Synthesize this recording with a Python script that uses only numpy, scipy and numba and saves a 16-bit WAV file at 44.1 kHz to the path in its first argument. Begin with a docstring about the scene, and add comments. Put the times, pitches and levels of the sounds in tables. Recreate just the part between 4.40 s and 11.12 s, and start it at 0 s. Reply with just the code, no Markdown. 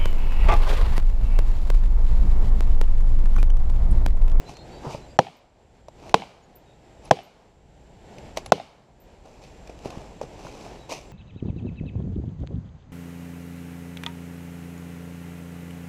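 """Over wavering wind and leaf hush, with a thin insect chorus above, small gear knocks, rustles and chirps open.
Four axe-back blows on a wedge in a trunk follow, at 0.8 to 4.1 s: judder, wood modes, crack noise, tree scatter.
Thin high zips fall between and after them; from 4 s a stir through brush swells in (grain noise) and stays.
Gear knocks, helmet thumps and rustles crowd the end, with one late chirp.
The helmet microphone's input clips, and its limiter ducks everything at each blow."""
import sys
import numpy as np
from scipy import signal
from scipy.fft import rfft, irfft, next_fast_len
from scipy.io import wavfile
from scipy.ndimage import uniform_filter1d, minimum_filter1d
from numba import njit

SR = 44100
rng = np.random.default_rng(int(sys.argv[2]) if len(sys.argv) > 2 else 0)


def inscribe(sig):
    """Save sig as 16-bit PCM at rate SR to the path in sys.argv[1].

    A 1-D sig is mono; a 2-D sig holds one channel per row.
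    Samples are clipped to [-1, 1] before scaling.
    """
    pcm = np.round(np.clip(np.atleast_2d(sig).T, -1, 1) * 32767)
    wavfile.write(sys.argv[1], SR, pcm.astype(np.int16))


N = 296352  # 6.72 s


def undb(db):
    """Decibels to gain."""
    return 10 ** (np.asarray(db) / 20)


def unit(x):
    """Scale to rms 1."""
    return x / np.sqrt(np.mean(x ** 2))


def add(out, start_s, x):
    """Mix x into out from start_s."""
    i = max(int(start_s * SR), 0)
    out[i:i + len(x)] += x[:len(out) - i]


def band(x, hz, width_hz):
    """Two-pole band-pass, gain 1 at the centre."""
    return signal.lfilter(*signal.iirpeak(hz, hz / width_hz, SR), x)


def colour(x, points):
    """Filter x to a (Hz, dB) curve, interpolated over log frequency."""
    hz, db = np.transpose(points)
    n = next_fast_len(len(x))
    f = np.arange(n // 2 + 1) * SR / n + 1  # +1 keeps log finite
    gain = undb(np.interp(np.log(f), np.log(hz), db))
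    return irfft(rfft(x, n) * gain, n)[:len(x)]


def fade(t, t60_s):
    """Exponential decay, 60 dB in t60_s."""
    return np.exp(-np.log(1000) * t / t60_s)


def walk(rate_hz):
    """Random levels held 1 / rate_hz and smoothed twice; spread near 1."""
    k = int(SR / rate_hz)
    held = np.repeat(rng.standard_normal(N // k + 1), k)
    return 1.3 * uniform_filter1d(uniform_filter1d(held, k), k)[:N]


# axe blows on the wedge: start_s, strength_db, judder_hz, judder_ms (before decay), ring_db (wood over strength)
BLOWS = [(0.7888, 14, 753, 3.63, 2), (1.7418, 20.5, 861, 2.9, -10), (2.7096, 15.5, 717, 4.2, 1),
         (4.12, 18, 671, 3.48, -8)]
# modes of wedge and trunk: pitch_hz, level_db (relative), t60_s (at ring 0 dB)
WOOD_MODES = [(150.2, -9.5, .05), (182.7, -13.5, .05), (262, -11.5, .036), (330, -14, .024),
              (449, -14, .04), (502.4, -8, .06), (639, -14.5, .05), (726, -11.5, .034), (824, -17, 0.067),
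              (1007, -6, 0.034)]
# spectrum of the steel crack: freq_hz, level_db (relative)
CRACK_SPECTRUM = [(760, -24.5), (1300, 3), (2200, -11.5), (4080, -7), (4880, -19), (5540, -11.5),
                  (8170, -32.5), (15200, -54.5), (16000, -51.5)]
# returns from big trunks nearby: delay_s, level_db (relative)
ECHOES = [(.058, -39), (.0775, -33), (.085, -43), (.093, -43)]
JUDDER_T60_S = 0.0031  # at ring 0 dB; a deader blow stops sooner
DEAD_DAMPING = 0.084  # dB of mode t60 per dB of ring
CRACK_DB, CRACK_GROWTH = -12.5, 1  # level at strength 0 dB; dB per dB of strength
HAZE_DB, HAZE_GROWTH = -30.5, 0.48  # likewise
SLAP_DB = 5.5


def blows():
    """The wedge judders for a few ms and rings the wood; steel cracks; trunks send back haze and slaps."""
    out, t = np.zeros(N), np.arange(SR // 2) / SR
    for start_s, strength_db, judder_hz, judder_ms, ring_db in BLOWS:
        # judder swells within a cycle, dies fast once the head leaves
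        rise = np.clip(t / 0.0009, 0, 1) ** 2
        after_s = np.clip(t - judder_ms / 1000, 0, 1)
        judder_env = rise * fade(after_s, JUDDER_T60_S * undb(ring_db))
        judder = undb(strength_db) * judder_env * np.sin(2 * np.pi * judder_hz * t)

        detune = 1 + 0.035 * rng.standard_normal(len(WOOD_MODES))  # the wedge sits differently each time
        t60_scale = undb(DEAD_DAMPING * ring_db)
        modes = np.zeros(len(t))
        for (hz, level_db, t60_s), ratio in zip(WOOD_MODES, detune):
            modes += undb(level_db) * np.sin(2 * np.pi * hz * ratio * t) * fade(t, t60_s * t60_scale)
        modes *= undb(strength_db + ring_db) * np.clip(t / 0.0033, 0, 1)

        crack_noise = unit(colour(rng.standard_normal(len(t)), CRACK_SPECTRUM))
        crack = undb(CRACK_DB + CRACK_GROWTH * strength_db) * rise * fade(after_s, 0.0039) * crack_noise
        scattered = undb(HAZE_DB + HAZE_GROWTH * strength_db) * haze(t)
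        add(out, start_s, judder + modes + crack + scattered)
        for delay_s, echo_db in ECHOES:
            add(out, start_s + delay_s, undb(SLAP_DB + echo_db) * slap(judder + 4.0 * crack))
    # a small source radiates no deep bass
    return signal.sosfilt(signal.butter(2, 95, "high", fs=SR, output="sos"), out)


def slap(knock):
    """A trunk returns the knock thinner, with a short smear from the rough bark."""
    t = np.arange(SR // 50) / SR
    bark = .06 * rng.standard_normal(len(t)) * fade(t, .015)
    bark[0] = 1
    smeared = signal.fftconvolve(knock, bark)
    return 1.09 * band(band(smeared, 766, 310), 766, 310) + .5 * band(smeared, 2540, 820)


# scattered sound by band, short rows the ground close by: centre_hz, width_hz (each of two filters),
# level_db (relative), t60_s
SCATTER = [(151, 270, 4, 0.34), (410, 150, 6.5, 0.2), (741, 710, -7.5, 0.037), (664, 600, -7.5, 0.91),
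           (2300, 500, -10.5, 0.56), (2956, 520, -10, 0.5), (4000, 3500, -8.5, 0.55),
           (5650, 3300, -13.5, 0.11), (9000, 17000, -24, 0.11), (231, 247, 18, 0.041),
           (3000, 2000, 12, .04), (5200, 5400, 0.5, 0.0062)]


def haze(t):
    """Sound scattered by many trunks: noise that fades band by band."""
    out = np.zeros(len(t))
    for hz, width_hz, level_db, t60_s in SCATTER:
        noise = rng.standard_normal(len(t))
        part = unit(band(band(noise, hz, width_hz), hz, width_hz))
        out += undb(level_db) * part * fade(t, t60_s)
    return out * np.clip(t / .004, 0, 1)


# gear and handle knocks, plus a stick snapping at 3.97 s: start_s, level_db, pitch_hz, tick_db (dry tick over
# ring)
KNOCKS = [(.093, -29.5, 764, -12), (.169, -35.5, 820, -7), (.45, -22.5, 576, -38), (.548, -17, 600, -40),
          (1.484, -19, 635, -20.5), (1.694, -44, 656, 7.5), (3.784, -34, 397, -10),
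          (3.9724, -12, 630, -10.5), (3.9805, -25, 706, -13), (4.061, -26.5, 778, -5.5),
          (5.274, -43, 654, -0.5), (5.295, -27, 463, -26), (5.353, -48, 640, -17), (5.39, -48, 640, 0.5),
          (5.457, -16, 413, -40), (5.504, -29, 710, -8), (5.814, -14, 570, -25.5), (5.836, -23.5, 490, -36),
          (6.05, -25, 590, -40), (6.067, -27, 1016, -32), (6.264, -27.5, 724, -40), (6.494, -34, 656, -9),
          (6.52, -18, 655, -13.5)]
# dull bumps through the helmet: start_s, level_db, t60_s
THUMPS = [(.093, -29, 0.027), (0.468, -25, 0.12), (0.546, -26, .06), (1.692, -34, .04), (3.783, -40, 0.13),
          (5.458, -20, .022), (5.574, -14, 0.0087), (5.836, -34, 0.12), (6.05, -30, 0.039)]
# spectrum of dry ticks and of crisp leaves: freq_hz, level_db (relative)
CRISP_SPECTRUM = [(710, -48), (1200, -6), (1400, -9.5), (2480, 9), (3220, 0), (6230, 1.5), (6870, -4.5),
                  (14700, -23.5), (15500, -26.5), (16000, -72)]
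KNOCK_T60_S, TICK_T60_S = 0.019, .022
THUMP_HZ = 140


def knocks():
    """Each knock: a short hollow ring with an overtone and a dry tick; thumps are decaying low sines."""
    out, t = np.zeros(N), np.arange(SR // 8) / SR
    for start_s, level_db, hz, tick_db in KNOCKS:
        tones = np.sin(2 * np.pi * hz * t) + .5 * np.sin(2 * np.pi * 1.4 * hz * t)
        ring = tones * fade(t, KNOCK_T60_S) * np.clip(t / .0012, 0, 1)
        tick = unit(colour(rng.standard_normal(len(t)), CRISP_SPECTRUM)) * fade(t, TICK_T60_S)
        add(out, start_s, undb(level_db) * (ring + undb(tick_db) * tick))
    for start_s, level_db, t60_s in THUMPS:
        add(out, start_s, undb(level_db) * np.sin(2 * np.pi * THUMP_HZ * t) * fade(t, t60_s))
    return out


# clothes and leaves moving: top_s, t60_s, level_db, crisp_db (leaves over cloth)
RUSTLES = [(0.102, .25, -44.5, -4), (0.472, 0.35, -34, -16.5), (.53, 0.28, -47, 2), (1.68, .9, -44, -9),
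           (2.658, 0.26, -46.5, -5.5), (3.977, .12, -36.5, -4), (4.861, 0.16, -46.5, -13),
           (5.045, 0.24, -58, 3.5), (5.30, 0.045, -48.5, -6), (5.458, 0.083, -36, -9.5),
           (5.56, 0.68, -49.5, -15), (5.828, 0.11, -42.5, -8), (6.0, 0.12, -49.5, -8), (6.06, .4, -49, -3),
           (6.251, 0.87, -49, -7.5), (6.497, 0.031, -33.5, -13), (6.527, 0.25, -36.5, -0.5)]
RISE_SHARE = 0.16  # a rustle swells in this share of its t60
# turning away through the brush
STIR_FROM_S, STIR_RISE_S, STIR_DB, STIR_CRISP_DB = 3.96, 0.97, -59.5, -6.5


def rustle():
    """Dense grains of uneven size, dull in cloth and crisp in leaves, in swells over a late lasting stir."""
    t = np.arange(N) / SR
    size_db = np.minimum(2.3 * rng.exponential(size=N // 128 + 1), 8)
    grains = rng.standard_normal(N) * undb(size_db.repeat(128)[:N])
    cloth_band = signal.butter(3, [200, 1000], "band", fs=SR, output="sos")
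    dull = unit(signal.sosfilt(cloth_band, grains))
    crisp = unit(colour(grains, CRISP_SPECTRUM))

    # a twig or leaf cracks now and then
    snap_on = (rng.random(N // 32 + 1) < .008).repeat(32)[:N]
    snaps = rng.standard_normal(N) * snap_on
    brush = unit(colour(grains + 3 * snaps, CRISP_SPECTRUM))
    stir_level = np.clip((t - STIR_FROM_S) / STIR_RISE_S, 0, 1) * undb(STIR_DB + 2.9 * walk(7))
    out = stir_level * (dull + undb(STIR_CRISP_DB) * brush)

    for top_s, t60_s, level_db, crisp_db in RUSTLES:
        rise = np.clip(1 + (t - top_s) / (RISE_SHARE * t60_s), 0, 1)
        swell = rise * fade(np.clip(t - top_s, 0, 9), t60_s)
        out += swell * undb(level_db) * (dull + undb(crisp_db) * crisp)
    return out


# bird whistles: start_s, length_s, start_hz, end_hz, level_db
CHIRPS = [(0.052, 0.047, 3930, 4090, -51), (0.147, 0.042, 4000, 4440, -51), (0.174, 0.066, 4000, 4240, -53),
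          (.178, 0.054, 3580, 3760, -55), (0.297, 0.14, 3730, 3970, -59), (0.311, 0.091, 4420, 4600, -54.5),
          (.45, 0.08, 4730, 4750, -56), (0.499, 0.054, 3780, 3860, -59.5), (.54, 0.057, 4860, 4650, -57),
          (0.601, 0.06, 3950, 4040, -55.5), (0.682, .055, 4720, 4820, -57.5),
          (1.675, .024, 5000, 5600, -55), (2.023, 0.033, 7200, 6660, -54), (2.25, 0.097, 3800, 3745, -57),
          (6.388, .075, 3950, 3880, -56)]


def birds():
    """Short gliding whistles, slightly unsteady, trailing off among the trunks."""
    out = np.zeros(N)
    for start_s, length_s, start_hz, end_hz, level_db in CHIRPS:
        u = np.linspace(0, 1, int(length_s * SR))
        wobble_hz = 500 * uniform_filter1d(rng.standard_normal(len(u)), 300)
        hz = start_hz + (end_hz - start_hz) * np.sqrt(u) + wobble_hz
        hoarse = .75 + 6 * uniform_filter1d(rng.standard_normal(len(u)), 200)
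        swell = np.sqrt(np.sin(np.pi * u) + 1e-9)
        whistle = np.sin(2 * np.pi * np.cumsum(hz) / SR)
        add(out, start_s, undb(level_db) * hoarse * swell * whistle)
    t = np.arange(SR // 4) / SR
    trees = rng.standard_normal(len(t)) * fade(t, 0.45)
    return out + undb(-11) * signal.fftconvolve(out, trees / np.linalg.norm(trees))[:N]


# thin high zips: start_s, level_db, pitch_hz, t60_s
ZIPS = [(0.9667, -51, 13600, 0.07), (2.1544, -38.5, 13500, .091), (2.6505, -51, 10820, .04),
        (2.8295, -44, 13100, .12), (4.0582, -48, 10540, 0.051), (4.6009, -51, 13600, .15)]


def zips():
    """Narrow-band noise: thin, rough, very high notes that start sharply and fade."""
    out, t = np.zeros(N), np.arange(SR // 4) / SR
    for start_s, level_db, hz, t60_s in ZIPS:
        note = rng.standard_normal(len(t))
        for _ in range(3):
            note = band(note, hz, 600)
        add(out, start_s, undb(level_db) * unit(note) * fade(t, t60_s))
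    return out


# spectrum of wind and far leaves: freq_hz, level_db (relative)
HUSH_SPECTRUM = [(12, -27), (22, 0.5), (58, 5), (85, -1.5), (130, 0), (250, -5.5), (400, -4.5), (850, -8),
                 (1150, -22), (1500, -20.5), (2900, -23), (3500, -26), (6300, -31.5), (8600, -40),
                 (13000, -47.5), (16000, -73.5)]
HUSH_DB = -44.5
INSECT_HZ, INSECT_WIDTH_HZ, INSECT_DB = 7400, 650, -69  # width of each of two filters


def hush():
    """Wind bass and far-leaf treble: one noise split at 120 Hz, each part wavering; insects in a narrow band."""
    air = unit(colour(rng.standard_normal(N), HUSH_SPECTRUM))
    bass = signal.lfilter(*signal.butter(1, 120, fs=SR), air)
    leaves = undb(0.63 * walk(4.6) + 2.2 * walk(12)) * (air - bass)
    wind = undb(0.9 * walk(5.0)) * bass
    insects = band(rng.standard_normal(N), INSECT_HZ, INSECT_WIDTH_HZ)
    insects = unit(band(insects, INSECT_HZ, INSECT_WIDTH_HZ))
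    return undb(HUSH_DB) * (leaves + wind) + undb(INSECT_DB + 0.81 * walk(8.2)) * insects


def scene():
    """All sources at one microphone."""
    return (blows() + knocks() + rustle() + birds() + zips() + hush())[None]


@njit
def recover(want_db, hold_samples, step_db):
    """Gain drops at once, waits, then climbs back at a steady rate."""
    out, gain_db, wait = np.empty(len(want_db)), 0., 0.
    for i in range(len(want_db)):
        if want_db[i] <= gain_db:
            gain_db, wait = want_db[i], hold_samples
        elif wait > 0:
            wait -= 1
        else:
            gain_db = min(gain_db + step_db, want_db[i])
        out[i] = gain_db
    return out


CLIP_DB, TOP_HZ = 16, 15600
LOOK_S, HOLD_S, RISE_DB_S = .014, 0.069, 16


def record(dry):
    """The input clips; a look-ahead limiter ducks before each peak and recovers slowly; the top is cut."""
    x = np.clip(dry[0], -undb(CLIP_DB), undb(CLIP_DB))
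    look = int(LOOK_S * SR)
    want_db = np.minimum(-20 * np.log10(np.abs(x) + 1e-9), 0)
    want_db = minimum_filter1d(want_db, 2 * look + 1)
    gain_db = uniform_filter1d(recover(want_db, HOLD_S * SR, RISE_DB_S / SR), 64)
    top_cut = signal.ellip(8, .2, 70, TOP_HZ, fs=SR, output="sos")
    return signal.sosfilt(top_cut, x * undb(gain_db))[None]


dry = scene()
out = record(dry)
inscribe(out)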